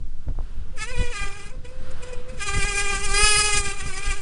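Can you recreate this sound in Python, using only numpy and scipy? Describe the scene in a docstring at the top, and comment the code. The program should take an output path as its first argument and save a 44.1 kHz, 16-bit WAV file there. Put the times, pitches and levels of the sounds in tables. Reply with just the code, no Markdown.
"""Bicycle brake squeal: pads stick and slip on the rim about 400-500 times a second, a stack of partials
with slip-pulsed scraping noise that rings through fork and wheel, breaks off to a thin tone and returns.
Wind buffets the single microphone: filtered low noise in gusts, with short pressure steps.
Tyres and far traffic hiss below, as third-octave noise bands."""
import sys
import numpy as np
from scipy import signal
from scipy.io import wavfile
from scipy.ndimage import uniform_filter1d

SR = 44100
rng = np.random.default_rng(int(sys.argv[2]) if len(sys.argv) > 2 else 0)


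def elevation(decibels):
    """Turn decibel levels (scalar or array-like) into linear amplitude ratios."""
    levels = np.asarray(decibels, float)
    return 10 ** (levels / 20)


def int16_out(signal):
    """Quantize to a 16-bit WAV file."""
    q = np.round(np.clip(np.atleast_2d(signal).T, -1, 1) * 32767)
    wavfile.write(sys.argv[1], SR, q.astype(np.int16))


N = 185969


def rms_one(x):
    """Scale to rms 1."""
    return x / np.sqrt(np.mean(x ** 2) + 1e-20)


def in_time(rows):
    """Columns of a curve table, one value a sample."""
    time_s, *columns = np.transpose(rows)
    return [np.interp(np.arange(N) / SR, time_s, column) for column in columns]


def drift(rate_hz):
    """Slow chance: noise twice through a one-pole low-pass at SR / 8; spread 1."""
    pole = np.exp(-16 * np.pi * rate_hz / SR)
    white = rng.standard_normal(N // 8 + 4002)
    slow = signal.lfilter([1], [1, -2 * pole, pole * pole], white)[4000:]   # skip the settling
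    return np.interp(np.arange(N) / 8, np.arange(len(slow)), rms_one(slow - slow.mean()))


def cut(x, hz, kind, order=2):
    """Butterworth filter."""
    return signal.sosfilt(signal.butter(order, hz, kind, fs=SR, output="sos"), x)


def evened(x):
    """Level made steady over 40 ms."""
    return x / np.sqrt(uniform_filter1d(x ** 2, size=1764) + 1e-12)


def bump(centre_s, length_s):
    """Bell-shaped swell, down to 1/e at length_s either side of its centre."""
    return np.exp(-((np.arange(N) / SR - centre_s) / length_s) ** 2)


def pressure_steps():
    """Sudden wind pressure steps: decaying noise bursts, low-passed."""
    # start_s, peak_db
    pops = [(0.158, -45), (0.285, -26), (0.298, -40), (0.354, -39), (0.388, -22.5), (0.408, -30),
            (1.024, -24.5), (1.555, -40), (2.649, -24), (2.945, -27), (3.879, -41)]
    steps = np.zeros(N)
    decay = np.exp(-np.arange(900) / SR / 0.00057)
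    for (start_s, peak_db), noise in zip(pops, rng.standard_normal((len(pops), 900))):
        pop = cut(cut(noise * decay, 210, "low", order=1), 890, "low")
        steps[round(start_s * SR):][:900] += elevation(peak_db) * pop / np.abs(pop).max()
    return steps


def wind():
    """Turbulence at the microphone: slow sway, lumpy buffeting, faster flutter in bursts, sharp steps."""
    # wind rising and dying away between the gusts: time_s, buffeting_db
    breeze = [(0, -16), (.2, -85), (.5, -50), (.8, -49), (1.5, -70), (1.75, -51), (2.2, -47), (2.5, -28.5),
              (2.8, -31.5), (3.1, -55), (3.45, -22), (3.7, -42), (4.22, -57)]
    # centre_s, buffeting_db, flutter_db, length_s
    gust_swells = [(0.186, -50, -44, 0.019), (0.295, -19, -29, 0.027), (0.404, -21, -39, 0.058),
                   (.59, -20.5, -49, 0.03), (0.722, -34, -48, 0.021), (1.009, -16, -26, 0.023),
                   (1.229, -23.5, -34, 0.024), (1.557, -41, -46, 0.026), (2.161, -34, -59, 0.041),
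                   (2.335, -48, -48, 0.014), (2.576, -17, -26.5, 0.022), (2.646, -22, -32, 0.014),
                   (2.966, -28.5, -35, 0.051), (3.13, -26.5, -39, 0.037), (3.238, -15, -34, 0.011),
                   (3.384, -24, -32.5, .025), (3.581, -42, -30.5, .03), (3.865, -32, -34, 0.029),
                   (4.092, -20, -45, 0.034)]
    sway_db = -23.5
    breeze_db, = in_time(breeze)
    flutter_db = -40 + 0.21 * (breeze_db + 42)   # follows only a share of the breeze's swing
    buffet_gain, flutter_gain = elevation(breeze_db), elevation(flutter_db)
    for centre_s, gust_buffet_db, gust_flutter_db, length_s in gust_swells:
        swell = bump(centre_s, length_s)
        buffet_gain = buffet_gain + elevation(gust_buffet_db) * swell
        flutter_gain = flutter_gain + elevation(gust_flutter_db) * swell

    white = rng.standard_normal((3, N))
    lumps = drift(4.2)   # shared by buffeting and flutter
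    sway = rms_one(cut(white[2], [3, 15], "band", order=3))
    buffet = cut(evened(cut(white[0], [18, 40], "band", order=1)), 27, "low")
    buffet = rms_one(buffet * elevation(2 * lumps))
    flutter = cut(white[1], 55, "high")
    flutter = cut(cut(flutter, 38, "low", order=1), 49.5, "low", order=1)
    flutter = rms_one(flutter * elevation(2.56 * drift(30.3) + 1.2 * lumps))
    return elevation(sway_db) * sway + buffet_gain * buffet + flutter_gain * flutter + pressure_steps()


def road():
    """Tyres and far traffic: third-octave noise bands, each flickering a little."""
    # time_s, level_db (in the band 580-740 Hz)
    road_level = [(0, -83), (.25, -77), (.5, -70), (.85, -71.5), (1.23, -62.5), (1.62, -73.5), (1.9, -60.5),
                  (2.05, -61.5), (2.3, -65.5), (3.37, -62), (4.22, -62.5)]
    # frequency_hz, density_db (per Hz, relative)
    road_colour = [(180, -17), (300, -0.5), (444, 2), (508, -7), (620, -4.5), (850, -4.5), (1400, -0.5),
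                   (1900, -7.5), (3300, -9), (4050, -11.5), (5200, -15.5), (6400, -25), (8910, -19),
                   (11000, -53), (14300, -58), (22000, -120)]
    level_db, = in_time(road_level)
    colour_hz, colour_db = np.transpose(road_colour)
    edges_hz = 250 * 2 ** np.arange(0, 5.7, 1 / 3)
    white = rng.standard_normal((2, N))   # neighbouring bands take different noise
    hiss = np.zeros(N)
    for k, (low_hz, high_hz) in enumerate(zip(edges_hz, edges_hz[1:])):
        centre_octave = np.log2(low_hz * high_hz) / 2
        gain_db = np.interp(centre_octave, np.log2(colour_hz), colour_db) + 1.5 * drift(8)
        hiss += elevation(gain_db) * cut(white[k % 2], [low_hz, high_hz], "band")
    return elevation(level_db) * hiss / np.std(cut(hiss, [580, 740], "band"))


def frame(x):
    """Fork, rim and brake arms: parallel resonances, each applied twice so that the valleys stay dark."""
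    # frequency_hz, width_hz (of one pass), level_db
    modes = [(1187, 280, 5.5), (1610, 286, 6), (2073, 150, 1), (2405, 682, 8), (2943, 200, 3),
             (3170, 620, 2.5), (4050, 1580, 0), (4674, 270, 0), (4872, 350, -1.5), (6310, 400, -3.5),
             (7390, 3200, 3.5), (8620, 1020, -1), (9310, 284, -3), (10650, 210, -7)]
    out = np.zeros(N)
    for hz, width_hz, level_db in modes:
        r = np.exp(-np.pi * width_hz / SR)
        numerator = [(1 - r * r) / 2, 0, (r * r - 1) / 2]
        section = numerator + [1, -2 * r * np.cos(2 * np.pi * hz / SR), r * r]
        out += elevation(level_db) * signal.sosfilt([section, section], x)
    return out


def slip_partials(phase, pitch_hz, loose):
    """Regular slips: partials 3-29, each swelling as the contact patch shifts; high ones wander more."""
    start = rng.uniform(0, 2 * np.pi, size=30)   # the frame smears each slip over the cycle
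    slips = np.zeros(N)
    for k in range(3, 30):
        swell = elevation(4.88 * loose * drift(35.6))
        wander = 0.088 * k * loose * drift(80)
        slips += swell * np.cos(k * phase + start[k] + wander) * (k * pitch_hz < 11500)
    return slips


def pad_scrape(phase):
    """Rubbing noise pulsed by each slip, brighter than the slips."""
    scrape = rng.standard_normal(N) * (1 + 0.94 * np.cos(phase))
    return scrape + elevation(21) * cut(scrape, 2450, "high")


def brake():
    """Stick-slip of pads on rim: slips and scraping ring the frame, over two separate low partials."""
    # slip rate, jumping between near 500 and near 400 a second: time_s, pitch_hz
    slip_rate = [(0.72, 509), (0.76, 523), (0.785, 414), (0.82, 433.3), (0.855, 434.6), (0.872, 478),
                 (0.905, 498.4), (0.92, 520), (0.958, 473.4), (1.0, 496.7), (1.07, 484), (1.118, 483),
                 (1.13, 446.3), (1.148, 407), (1.28, 393.2), (1.377, 413.5), (1.4, 401), (1.495, 413.3),
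                 (1.513, 512), (1.62, 512.4), (1.66, 489.6), (1.71, 508), (1.92, 518.6), (2.03, 490),
                 (2.08, 508), (2.2, 494.5), (2.32, 517), (2.38, 499), (2.392, 427), (2.41, 400),
                 (2.454, 420.8), (2.48, 394), (2.56, 404.7), (2.634, 394.5), (2.665, 410.2), (2.74, 393.7),
                 (2.76, 406.6), (2.9, 403.5), (2.955, 395.3), (3.045, 408), (3.093, 392), (3.205, 413),
                 (3.235, 424), (3.355, 416.2), (3.39, 421.2), (3.416, 415), (3.464, 420.4), (3.72, 394.5),
                 (3.785, 403.6), (3.812, 380), (3.845, 404), (3.875, 401), (3.93, 374.8), (4.04, 403.8),
                 (4.09, 405.2), (4.125, 384.2), (4.17, 410), (4.21, 384)]
    # hand on the lever, three squeezes with a light drag between:
    # time_s, buzz_db, treble_db (re buzz), first_partial_db
    grip = [(0.72, -109, -12, -55), (0.77, -48, -6, -48), (0.796, -33.5, -11, -63),
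            (0.826, -27.5, -7.5, -59), (0.862, -39, -8.5, -51), (0.9, -38, -13, -42),
            (1.02, -33.5, -10, -37.5), (1.115, -41, -9.5, -41), (1.14, -35, -9, -57),
            (1.22, -32, -12.5, -50.5), (1.29, -38.5, -9, -48), (1.47, -46, -7.5, -60),
            (1.55, -60, -9, -50.5), (1.62, -96, -11, -62), (1.65, -52.5, -7.5, -47.5),
            (1.76, -65, -4, -49.5), (1.92, -70, 1.5, -49), (1.97, -83, -22, -62), (2.02, -56.5, 0, -47),
            (2.15, -52.5, -9, -42), (2.26, -69.5, -7, -50.5), (2.37, -56, -4, -45.5),
            (2.418, -30.5, -7.5, -54), (2.48, -29.5, -7.5, -40.5), (2.8, -30, -5, -41),
            (2.93, -25.5, -8.5, -37.5), (2.99, -35, -4, -42.5), (3.1, -30, -2, -39), (3.15, -24.5, -4, -35),
            (3.25, -20, -1, -32.5), (3.4, -23, 0.5, -37), (3.49, -24, -2.5, -37.5),
            (3.59, -27.5, -1, -37.5), (3.67, -30, -3.5, -40), (3.78, -39.5, -5, -52),
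            (3.95, -36, -3.5, -46.5), (4.11, -31.5, -7, -49.5), (4.216, -45, -2.5, -50)]
    # rough and slick rim spots make the pads bite or let go briefly: centre_s, lift_db, length_s
    bites = [(1.657, 8, .012), (1.913, 16.5, 0.0088), (2.035, 14, .01), (2.09, 7, 0.011),
             (2.134, 10, 0.0092), (2.297, 17.5, .018), (2.449, -4.5, 0.01), (2.542, 2.5, 0.009),
             (2.596, -0.5, 0.0084), (2.668, -2.5, .012), (2.795, 5.5, 0.021), (2.836, -1.5, .012),
             (3.415, 1.5, 0.0072), (3.43, -4, 0.012), (3.568, -0.5, 0.013), (3.625, -6, 0.024),
             (3.811, 5, 0.016), (3.916, -3, 0.0088), (3.974, 2, .015), (4.018, -6, 0.013),
             (4.148, 0, 0.0046)]
    # modes that scream under a hard grip: low_hz, high_hz, most_db
    screams = [(4540, 5250, 9.5), (9340, 9900, 13)]
    firm_db = -30   # buzz level of a firm grip
    scrape_firm_db, scrape_fall_db_per_db, scrape_top_db = -15, 0.773, -4.5   # re slips
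    scrape_growth_db_per_s = 2   # raspier as braking goes on
    scream_from_db, scream_rise_db_per_db = -25, 5   # buzz level where the added band equals the buzz in it
    second_firm_db, second_follows_buzz, second_follows_first = -39.5, 0.6, 0.44
    bite_in_first = 0.53   # share of a bite's lift in the first partial

    time_s = np.arange(N) / SR
    pitch_hz, = in_time(slip_rate)
    buzz_db, treble_db, first_db = in_time(grip)
    scrape_db = scrape_firm_db - scrape_fall_db_per_db * (buzz_db - firm_db)
    scrape_db = np.minimum(scrape_db + scrape_growth_db_per_s * time_s, scrape_top_db)
    loose = np.clip(1 + scrape_db / 32.8, 0.1, 1.3)   # a scraping grip is also an unsteady one
    # the uneven rim shakes the slip rate a little
    shake = 0.00586 * drift(12.26) + 0.00624 * drift(30.55) + 0.00507 * drift(160)
    pitch_hz = pitch_hz * (1 + loose * shake)
    phase = 2 * np.pi * np.cumsum(pitch_hz) / SR

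    slips = rms_one(frame(slip_partials(phase, pitch_hz, loose)))
    scrape = rms_one(frame(pad_scrape(phase)))
    buzz = slips + elevation(scrape_db) * scrape
    low, treble = cut(buzz, 4000, "low", order=4), cut(buzz, 4000, "high", order=4)
    screaming = np.zeros(N)
    for low_hz, high_hz, most_db in screams:
        scream_db = np.minimum(scream_rise_db_per_db * (buzz_db - scream_from_db), most_db)
        screaming += elevation(scream_db) * cut(treble, [low_hz, high_hz], "band", order=1)
    treble = treble + screaming

    bite_db = sum(lift_db * bump(centre_s, length_s) for centre_s, lift_db, length_s in bites)
    buzz_db = buzz_db + bite_db
    first_db = first_db + bite_in_first * bite_db
    second_db = second_firm_db + second_follows_buzz * (buzz_db - firm_db)
    second_db = second_db + second_follows_first * (first_db - firm_db)

    buzz_gain = elevation(buzz_db + 2 * loose * drift(20))
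    treble_gain = elevation(treble_db + 2.02 * loose * drift(26))
    buzz = buzz_gain * (evened(low) + treble_gain * evened(treble))
    first = elevation(first_db + 1.95 * drift(36) + 2 * drift(55)) * np.cos(phase)
    second = elevation(second_db + 3.06 * drift(31)) * np.cos(2 * phase)
    onset = np.clip((time_s - grip[0][0]) / 0.024, 0, 1)
    return onset * (buzz + np.sqrt(2) * (first + second))   # sqrt 2: partial levels are rms


def scene():
    """One microphone feeds both channels."""
    return np.tile(wind() + road() + brake(), (2, 1))


def roll_off(x):
    """The treble ends steeply here."""
    return signal.sosfilt(signal.butter(12, 11280, fs=SR, output="sos"), x)


def record(dry):
    """Microphone hiss, a steep cut above the treble and a small constant offset."""
    hiss_db, stop_hz, offset = -60, 12010, 0.006   # hiss level before its low-pass
    noisy = dry + elevation(hiss_db) * cut(rng.standard_normal(N), 7300, "low")
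    steep = signal.cheby2(12, 60, stop_hz, fs=SR, output="sos")   # 60 dB down from stop_hz
    dull = signal.sosfilt(steep, noisy)
    return roll_off(dull + offset)


dry = scene()
out = record(dry)
int16_out(out)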